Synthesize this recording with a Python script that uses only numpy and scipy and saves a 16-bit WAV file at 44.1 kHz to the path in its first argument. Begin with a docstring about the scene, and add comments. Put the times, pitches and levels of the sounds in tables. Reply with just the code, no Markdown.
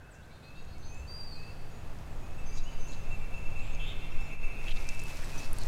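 """Songbirds ring among the trunks of a spring wood: trembling sines, pulse overtones and gritty noise bursts.
The last echo of a blown crow call dies as one fading noise band. Two walkers rustle cloth and leaves (dense
grains), scuff (noise bursts) and snap twigs (ringing ticks). Wind thumps on the microphone (rounded slow
swings) over a rumble and a far drone; the level of both rises slowly."""
import sys
import numpy as np
from scipy import signal
from scipy.fft import rfft, irfft
from scipy.io import wavfile
from scipy.ndimage import uniform_filter1d

SR = 44100
rng = np.random.default_rng(int(sys.argv[2]) if len(sys.argv) > 2 else 0)


def ratio(d):
    """dB to gain"""
    e = np.asarray(d, float) / 20
    return 10 ** e


def output_pcm(signal):
    """Save a mono or channel-first signal as 16-bit PCM at the path in sys.argv[1].

    Samples are clipped to [-1, 1] before scaling.
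    """
    pcm = np.clip(np.atleast_2d(signal).T, -1, 1) * 32767
    wavfile.write(sys.argv[1], SR, np.round(pcm).astype(np.int16))


N = 250047
T = np.arange(N) / SR

# bird levels are dry: ahead of trunks and dips
# rolling song, two notes a phrase: start_s, first_length_s, pitch_hz, first_start_db, second_db
PHRASES = [(2.377, 0.13, 2630, -57, -64), (2.52, .09, 2640, -64, -72), (2.744, 0.045, 2704, -60, -57),
           (2.876, 0.054, 2660, -53.5, -70), (3.102, 0.058, 2672, -46.5, -62),
           (3.331, 0.063, 2670, -48, -57), (3.553, 0.072, 2656, -45, -63), (3.794, 0.061, 2656, -45.5, -60),
           (4.009, .09, 2715, -53, -60), (4.199, 0.061, 2645, -50, -52), (4.425, .135, 2643, -45.5, -70),
           (4.573, 0.047, 2657, -54, -72), (4.65, 0.086, 2645, -44, -50), (4.791, .05, 2635, -50.5, -72),
           (4.863, 0.083, 2630, -51, -70), (4.99, 0.099, 2615, -50, -53.5)]
NOTE_S, SECOND_AFTER_S, NOTE_FADE_DB_PER_S = 0.052, 0.1035, 47  # the fade is the first note's
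NOTE_DROP_HZ, NOTE_DROP_S = 49.97, 0.0084  # each phrase drops onto its pitch
# lower notes answering the rolling song: start_s, level_db
LOW_NOTES = [(3.2, -69), (3.43, -68), (3.65, -69), (3.89, -71), (4.1, -69), (4.295, -60), (4.52, -61),
             (4.755, -56.5)]
LOW_NOTE_HZ = 2156
# rising whistle, one shape for all: start_s, level_db, top_hz
RISERS = [(0.41, -60, 2688), (0.865, -58, 2670), (1.32, -57.5, 2666), (1.75, -73, 2650),
          (2.19, -65.5, 2637), (5.28, -52.5, 2650)]
RISER_S, RISER_CLIMB_HZ, RISER_SWELL_S = 0.2, 216, 0.063
# near whistle, a list of notes, each a track of: time_s, pitch_hz, level_db
NEAR_WHISTLE = [
    [(1.07, 4420, -64), (1.084, 4660, -55.5), (1.114, 4656, -46.5), (1.138, 4754, -48.5),
     (1.185, 4790, -48.5), (1.198, 4750, -45), (1.24, 4684, -51), (1.25, 4826, -48), (1.28, 4580, -52),
     (1.305, 4610, -59), (1.326, 4450, -49), (1.346, 4360, -55), (1.358, 4350, -56), (1.374, 4100, -58),
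     (1.387, 4120, -62)],
]
# pitch tremble, rms share of the pitch
SONG_TREMBLE, NEAR_TREMBLE, RISER_TREMBLE = 0.002, 0.003, 0.001
# thin notes: start_s, length_s, start_hz, end_hz, level_db
THIN_NOTES = [(0.102, 0.047, 8500, 6000, -68), (.01, .11, 2510, 2650, -70), (.135, 0.093, 2670, 2720, -67),
              (0.289, 0.044, 2186, 2314, -65.5), (.745, 0.04, 2200, 2250, -65),
              (0.546, 0.197, 6650, 6550, -74), (0.768, 0.15, 6220, 6060, -67),
              (0.835, 0.11, 6180, 6330, -59.5), (.909, 0.11, 6900, 7200, -68),
              (0.963, 0.077, 7640, 7660, -73), (1.298, .12, 7750, 7620, -76),
              (1.689, .155, 6600, 6930, -69.5), (2.11, 0.29, 6680, 6580, -74),
              (2.095, .06, 7680, 7600, -76), (2.37, .05, 7850, 7900, -72), (2.451, 0.066, 6240, 6100, -54),
              (2.46, 0.18, 2250, 2377, -63.5), (2.526, 0.05, 6580, 6540, -57),
              (2.63, .03, 6600, 6580, -57.5), (2.648, 0.055, 2740, 3050, -52),
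              (2.582, .025, 3900, 3850, -56), (2.782, 0.11, 6150, 6150, -57.5),
              (2.877, 0.05, 6620, 6780, -58.5), (2.888, .02, 4300, 4150, -62),
              (2.92, 0.027, 3880, 3850, -63), (2.694, 0.061, 6550, 6670, -64),
              (3.065, 0.11, 7050, 7600, -71), (3.161, .11, 7620, 7100, -75), (3.59, 0.17, 7270, 7120, -69),
              (3.6, 0.14, 7600, 7720, -71), (3.8, .12, 7050, 7300, -79), (3.714, 0.053, 6350, 6550, -62),
              (4.11, .07, 6900, 7420, -72), (4.192, 0.135, 7400, 6550, -70),
              (5.228, 0.034, 8180, 7600, -59)]
THIN_ROUGH_PER_KHZ, THIN_BOW = 0.00153, 0.2  # rms share of pitch per kHz; arch of the glide
# buzzy calls: start_s, length_s, top_pulse_rate_hz, level_db (ahead of overtone gains)
BUZZES = [(0.219, 0.044, 454, -71), (0.3, 0.088, 469, -72.5), (0.419, 0.088, 472, -71.5),
          (0.539, 0.092, 482, -70), (0.672, 0.083, 490, -69.5), (0.815, 0.085, 485, -71)]
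# overtones of the buzz pulses: multiple, gain_db
BUZZ_OVERTONES = [(7, -9), (8, 1), (9, 4), (10, -1)]
# shares of the pulse rate: climb at the start, fall at the end, rms roughness
BUZZ_SCOOP, BUZZ_SCOOP_S, BUZZ_DROOP, BUZZ_ROUGH = 0.12, 0.02, 0.03, 0.0119
# harsh rising call: time_s, pulse_rate_hz, throat_hz, level_db (of an overtone at the throat pitch)
HARSH = [(3.79, 275.3, 3370, -58), (3.812, 281.8, 3220, -49), (3.845, 295, 3350, -49),
         (3.87, 295, 3430, -48.5), (3.91, 307, 3530, -50.5), (3.928, 302, 3530, -54),
         (3.94, 294, 3560, -58)]
HARSH_THROAT_WIDTH_HZ, HARSH_ROUGH = 330, 0.010625  # rms share of the rate
PATCHY_DB = 2.5  # rms; each overtone comes and goes on its own
# noisy bird bursts: start_s, length_s, centre_hz, width_hz, level_db
CHATTER = [(.13, 0.059, 6600, 2500, -67.5), (2.525, 0.096, 5600, 2500, -57.5),
           (2.555, 0.077, 4350, 1900, -57), (2.4, 0.3, 4830, 200, -65), (2.67, 0.21, 4750, 130, -68),
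           (3.56, 0.063, 7500, 600, -66), (3.39, .09, 6800, 700, -72), (4.1, .05, 5500, 350, -66),
           (4.16, .14, 5380, 560, -70), (2.86, 0.091, 6500, 1400, -57.5), (2.91, 0.048, 4100, 1600, -55.5),
           (3.365, 0.038, 6900, 800, -62), (3.585, 0.02, 4100, 400, -56.5), (3.6, 0.18, 3040, 1500, -58.5),
           (3.82, 0.14, 3170, 700, -53)]
TRUNK_T60_S, TRUNK_ECHO_DB, TRUNK_FLUTTER_DB = 1.3, -5.5, 1.3
# blurred lower phrases of the rolling song: time_s, level_db (ahead of the fade-in)
SONG_HAZE = [(1.4, -83), (2.2, -84), (2.5, -63.5), (3.2, -54.5), (3.65, -54), (4.2, -52), (4.7, -49.5),
             (5.1, -54.5), (5.5, -56), (5.67, -68)]
# bands of the haze: centre_hz, width_hz, relative_db
HAZE_BANDS = [(2150, 98, -2), (2360, 180, 5.5), (2500, 130, 4.5), (2650, 63, 8.5), (3580, 120, -8.5),
              (4170, 40, -13.5)]
# last echo of the blown call: centre_hz, width_hz, start_db, t60_s
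CALL_ECHO = (1529, 261, -61.5, 5)
# twig snaps: start_s, peak_db, ring_hz
SNAPS = [(0.5064, -52, 5060), (0.627, -54, 8000), (0.6504, -50, 7400), (0.783, -47, 7000),
         (0.9454, -43, 6660), (1.9878, -44, 5000), (3.505, -48, 5030), (3.75, -42, 5440),
         (4.212, -44, 7500), (4.642, -38, 3600), (4.698, -43, 10500), (4.718, -42, 3800),
         (4.762, -42, 4000), (4.871, -43, 11000), (4.89, -24.5, 6100), (4.895, -37, 7000),
         (4.9415, -43, 8200), (4.9487, -38, 7270), (4.994, -33, 6000), (4.9987, -31.5, 6800),
         (5.018, -39, 7390), (5.038, -32, 10400), (5.5313, -25.5, 10200), (5.5858, -26, 8900),
         (5.6157, -40, 6500), (5.6356, -32, 6000)]
SNAP_T60_S, SNAP_WIDTH_HZ = 0.0082, 2600
SNAP_TICK_DB = -4  # dry tick, ahead of scaling to peak_db
# cloth scuffs: start_s, length_s, centre_hz, width_hz, level_db
SCUFFS = [(4.664, 0.045, 2780, 1200, -46), (4.7, 0.03, 3060, 1300, -43), (4.757, 0.024, 3600, 2000, -51),
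          (5.21, 0.04, 1780, 714, -50.5), (5.37, 0.029, 5900, 500, -51), (5.4, 0.075, 4830, 2500, -52),
          (5.56, 0.095, 4370, 900, -54)]
# cloth and leaves: time_s, level_db (ahead of fade-in and dips)
RUSTLE = [(4.5, -67), (4.7, -53), (4.85, -55.5), (5.0, -51.5), (5.15, -51), (5.4, -48.5), (5.5, -55),
          (5.67, -51)]
# spectrum of cloth and leaves: freq_hz, relative_db_per_hz
RUSTLE_COLOUR = [(590, -12), (1000, -12), (1940, -11.5), (2590, -12), (3150, -15), (5920, -15),
                 (14100, -27.5), (15500, -33)]
# lone dry leaves breaking; dB of the bare clicks
CRACKLES_PER_S, CRACKLE_DB, CRACKLE_SPREAD_DB = 150, 18, 3.5
CRACKLE_HZ, CRACKLE_WIDTH_HZ = 7000, 6500
# wind on the microphone: time_s, level_db (ahead of evening and rounding)
WIND = [(0, -58), (.45, -54), (.6, -40), (2.35, -34), (2.55, -21), (2.8, -27), (4.9, -24), (5.15, -31),
        (5.67, -22)]
# spectrum of the wind: freq_hz, relative_db_per_hz
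WIND_COLOUR = [(1.5, -30), (3.5, 0), (11, 0), (20, -8), (35, -22), (70, -45), (300, -130)]
WIND_TOP = 0.17  # full-scale share where the membrane's swing levels off
# spectrum of the rumble: freq_hz, relative_db_per_hz
RUMBLE_COLOUR = [(20, -57), (35, -1), (60, 8.5), (110, 0.5), (145, -14.5), (200, -86), (500, -120)]
RUMBLE_DB, RUMBLE_GUST_DB = 5.5, 3  # over the WOODS level; rms of its own gusts
LULL_DB, LULL_S = -5, 0.5  # the rumble starts in a lull
# far drone: time_s, level_db (of its band round 736 Hz, ahead of dips)
WOODS = [(0, -60.5), (.6, -57.5), (1.5, -54.5), (2.5, -53), (4.7, -52.5), (4.95, -53.5), (5.67, -50)]
# spectrum of the drone: freq_hz, relative_db_per_hz
WOODS_COLOUR = [(53, -9), (90, -2.5), (141, -7), (314, -15), (682, -16.5), (1840, -25.5), (2380, -28.5),
                (2590, -24.5), (2830, -30.5), (4350, -34.5), (5510, -37), (6690, -37.5), (14500, -46.5),
                (15500, -47)]
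# steady tones: pitch_hz, level_db (over the WOODS level)
HUMS = [(150.7, -2.5), (11838, -30.5)]
NOTCH_HZ, NOTCH_WIDTH_HZ = 163, 16
# brief level dips: centre_s, depth_db, half_length_s
DIPS = [(2.628, 2.5, 0.092), (4.38, 6, 0.045), (4.722, 4, 0.05)]
# faint twins of the treble, first five multiples of the ripple: twin_db
RIPPLE_DB = [-23, -31, -35, -37, -38]
RIPPLE_HZ = 15625 / 4


def curve(rows):
    """Columns of a table joined by straight lines in time."""
    s, *columns = np.transpose(rows)
    return [np.interp(T, s, c) for c in columns]


def unit(x):
    """Scale to rms 1."""
    return x / np.sqrt(np.mean(x ** 2))


def coloured(x, colour):
    """Shape a spectrum by points on a log frequency axis; rms 1."""
    hz, db = np.transpose(colour)
    f = np.maximum(np.arange(N // 2 + 1) * SR / N, 0.1)
    gain = ratio(np.interp(np.log(f), np.log(hz), db))
    return unit(irfft(rfft(x) * gain, N))


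def band(x, hz, width_hz):
    """One resonance."""
    return signal.lfilter(*signal.iirpeak(hz, hz / width_hz, fs=SR), x)


def narrow_noise(noise, hz, width_hz):
    """Noise through the same resonance twice; rms 1."""
    return unit(band(band(noise, hz, width_hz), hz, width_hz))


def walk(rate_hz):
    """Random levels held 1 / rate_hz and slewed twice; rms 1."""
    k = int(SR / rate_hz)
    held = rng.standard_normal(N // 20)[np.arange(N) // k]
    return unit(uniform_filter1d(uniform_filter1d(held, k), k))


def gate(start_s, end_s, edge_s=0.0057):
    """1 between two times, with soft edges."""
    return np.clip(np.minimum(T - start_s, end_s - T) / edge_s, 0, 1)


def tone(hz):
    """Sine of rms 1 on a moving pitch."""
    return np.sqrt(2) * np.sin(2 * np.pi * np.cumsum(hz) / SR)


def glide(s, length, start_hz, end_hz, bow):
    """Arched pitch: a rise levels off, a fall steepens."""
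    u = np.clip((T - s) / length, 0, 1)
    arch = 4 * bow * np.sign(end_hz - start_hz) * u * (1 - u)
    return start_hz + (end_hz - start_hz) * (u + arch)


def rolling_song(tremble):
    """Near-sine phrases: a fading note and a second one on the same settling pitch."""
    out = 0
    for s, length, hz, first_db, second_db in PHRASES:
        fade_db = NOTE_FADE_DB_PER_S * (T - s).clip(0, length)
        first = gate(s, s + length, 0.012) * ratio(first_db - fade_db)
        second_s = s + SECOND_AFTER_S
        second = gate(second_s, second_s + NOTE_S, 0.012) * ratio(second_db)
        drop_hz = NOTE_DROP_HZ * np.exp(-np.clip(T - s, 0, 1) / NOTE_DROP_S)
        out = out + (first + second) * tone((hz + drop_hz) * (1 + SONG_TREMBLE * tremble))
    return out


def low_notes(tremble):
    """Short near-sine answers on one lower pitch."""
    note = tone(LOW_NOTE_HZ * (1 + SONG_TREMBLE * tremble))
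    return sum(gate(s, s + NOTE_S, 0.015) * ratio(db) * note for s, db in LOW_NOTES)


def risers(tremble):
    """Swelling near-sines whose climb slows toward the top pitch."""
    out = 0
    for s, db, top_hz in RISERS:
        left = 1 - np.clip((T - s) / RISER_S, 0, 1)
        hz = top_hz - RISER_CLIMB_HZ * left ** 1.4
        swell = gate(s, s + RISER_S, 0.01) * gate(s, 6, RISER_SWELL_S)
        out = out + swell * ratio(db) * tone(hz * (1 + RISER_TREMBLE * tremble))
    return out


def near_whistle(tremble):
    """Near-sine on a traced pitch and level."""
    out = 0
    for note in NEAR_WHISTLE:
        hz, db = curve(note)
        out = out + gate(note[0][0], note[-1][0]) * ratio(db) * tone(hz * (1 + NEAR_TREMBLE * tremble))
    return out


def thin_notes(shake):
    """Arched sine glides; higher notes have rougher pitch."""
    out = 0
    for s, length, start_hz, end_hz, db in THIN_NOTES:
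        hz = glide(s, length, start_hz, end_hz, THIN_BOW)
        rough = 1 + THIN_ROUGH_PER_KHZ * end_hz / 1000 * shake
        out = out + ratio(db) * gate(s, s + length, length / 4) * tone(hz * rough)
    return out


def buzzes(shake):
    """A few patchy overtones of a bent pulse rate."""
    out = 0
    for s, length, top_hz, db in BUZZES:
        t = np.clip(T - s, 0, length)
        bend = 1 - BUZZ_SCOOP * np.exp(-t / BUZZ_SCOOP_S) - BUZZ_DROOP * (t / length) ** 4
        hz = top_hz * bend * (1 + BUZZ_ROUGH * shake)
        overtones = sum(ratio(d + PATCHY_DB * walk(50)) * tone(k * hz) for k, d in BUZZ_OVERTONES)
        out = out + ratio(db) * gate(s, s + length, length / 5) * overtones
    return out


def harsh_call(shake):
    """Pulse overtones weighted by a moving throat resonance."""
    out = 0
    hz, throat_hz, db = curve(HARSH)
    for k in range(9, 15):
        throat = 1 / (1 + ((k * hz - throat_hz) / HARSH_THROAT_WIDTH_HZ) ** 2) ** 2
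        out = out + throat * ratio(PATCHY_DB * walk(70)) * tone(k * hz * (1 + HARSH_ROUGH * shake))
    return gate(HARSH[0][0], HARSH[-1][0]) * ratio(db) * out


def bursts(rows):
    """Gritty noise in single bands with soft edges."""
    noise = rng.standard_normal(N) * ratio(3 * walk(400))
    return sum(ratio(db) * gate(s, s + length, length / 3) * narrow_noise(noise, hz, width_hz)
               for s, length, hz, width_hz, db in rows)


def chatter():
    """Trills of small birds as gritty noise bursts."""
    return bursts(CHATTER)


def trunks(x):
    """Direct sound fluttering in the moving air, plus scattered echoes off the trunks."""
    t = T[:2 * SR]
    tail = rng.standard_normal(len(t)) * ratio(-60 * t / TRUNK_T60_S) * np.clip(t / 0.031, 0, 1)
    tail = tail * ratio(TRUNK_ECHO_DB) / np.sqrt(np.sum(tail ** 2))
    return x * ratio(TRUNK_FLUTTER_DB * walk(60)) + signal.fftconvolve(x, tail)[:N]


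def haze():
    """Overlapping far notes as narrow noise bands that swell and fade on their own."""
    noise = rng.standard_normal(N)
    bands = sum(ratio(db + 2 * walk(9.9)) * narrow_noise(noise, hz, width_hz)
                for hz, width_hz, db in HAZE_BANDS)
    return ratio(curve(SONG_HAZE)[0]) * gate(SONG_HAZE[0][0], 5.7, 0.54) * unit(bands)


def birds():
    """All birds; the sines share one tremble, the rough calls one shake."""
    tremble, shake = walk(300), walk(500)
    whistled = rolling_song(tremble) + low_notes(tremble) + risers(tremble) + near_whistle(tremble)
    rough = thin_notes(shake) + buzzes(shake) + harsh_call(shake)
    return trunks(whistled + rough + chatter()) + haze()


def call_echo():
    """The strongest band of the call, fading among the trees."""
    hz, width_hz, db, t60_s = CALL_ECHO
    return narrow_noise(rng.standard_normal(N), hz, width_hz) * ratio(db - 60 * T / t60_s)


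def snaps():
    """Twigs: a sharp tick and a noise burst ringing briefly round its own pitch."""
    out, t = np.zeros(N + SR), T[:SR // 25]
    for s, db, hz in SNAPS:
        burst = rng.standard_normal(len(t)) * ratio(-60 * t / SNAP_T60_S)
        burst[0] += 12  # tick that strikes the ring
        burst = band(band(burst, hz, 2 * SNAP_WIDTH_HZ), hz, SNAP_WIDTH_HZ)
        burst[0] += ratio(SNAP_TICK_DB)
        i = int(s * SR)
        out[i:i + len(t)] += ratio(db) * burst / np.max(np.abs(burst))
    return out[:N]


def scuffs():
    """Cloth scuffing close by as gritty noise bursts."""
    return bursts(SCUFFS)


def rustle():
    """Dense clumped grains of cloth and dry leaves, with lone crackles on top."""
    grains = rng.standard_normal(N) * ratio(1.6 * walk(1100) + 1.3 * walk(49))
    struck = rng.random(N) < CRACKLES_PER_S / SR
    clicks = struck * ratio(CRACKLE_DB + CRACKLE_SPREAD_DB * rng.standard_normal(N))
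    grains = grains + band(clicks, CRACKLE_HZ, CRACKLE_WIDTH_HZ)
    level = ratio(curve(RUSTLE)[0]) * gate(RUSTLE[0][0], 6, 0.15)
    return level * coloured(grains, RUSTLE_COLOUR)


def wind():
    """Slow pressure swings on the membrane, rounded at the top."""
    swing = coloured(rng.standard_normal(N), WIND_COLOUR)
    # steady breeze: swings of fairly even size
    swing = swing / np.sqrt(uniform_filter1d(swing ** 2, size=SR // 2) + 0.1)
    return WIND_TOP * np.tanh(ratio(curve(WIND)[0]) * swing / WIND_TOP)


def rumble():
    """Low noise that shares the drone's creep and adds its own gusts."""
    lull_db = LULL_DB * np.clip(1 - (T / LULL_S) ** 4, 0, 1)
    level_db = RUMBLE_DB + curve(WOODS)[0] + RUMBLE_GUST_DB * walk(4.585) + lull_db
    return ratio(level_db) * coloured(rng.standard_normal(N), RUMBLE_COLOUR)


def woods():
    """Far drone of notched noise with faint steady tones, all under one level."""
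    bed = coloured(rng.standard_normal(N), WOODS_COLOUR)
    bed = bed - band(bed, NOTCH_HZ, NOTCH_WIDTH_HZ)
    bed = bed / np.sqrt(np.mean(band(bed, 736, 1214) ** 2))
    hums = sum(ratio(db) * tone(np.full(N, hz)) for hz, db in HUMS)
    return ratio(curve(WOODS)[0]) * (bed + hums)


def scene():
    """Everything at one microphone; birds, rustle and drone dip briefly in level."""
    dips = ratio(-sum(db * gate(s - half, s + half, half) for s, db, half in DIPS))
    dipped = dips * (birds() + rustle() + woods())
    return (dipped + call_echo() + snaps() + scuffs() + wind() + rumble())[None]


def band_limit(x):
    """A steep low-pass at the top of the band."""
    return signal.sosfilt(signal.butter(12, 15910, fs=SR, output="sos"), x)


def record(dry):
    """A fast ripple of the gain gives notes of about 2 to 7.5 kHz faint twins at even steps."""
    ripple = sum(np.sqrt(2) * ratio(db) * tone(np.full(N, (k + 1) * RIPPLE_HZ))
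                 for k, db in enumerate(RIPPLE_DB))
    treble = signal.sosfilt(signal.butter(4, 2000, "high", fs=SR, output="sos"), dry)
    treble = signal.sosfilt(signal.butter(6, 7500, fs=SR, output="sos"), treble)
    mix = dry + treble * ripple
    return band_limit(mix)


dry = scene()
out = record(dry)
output_pcm(out)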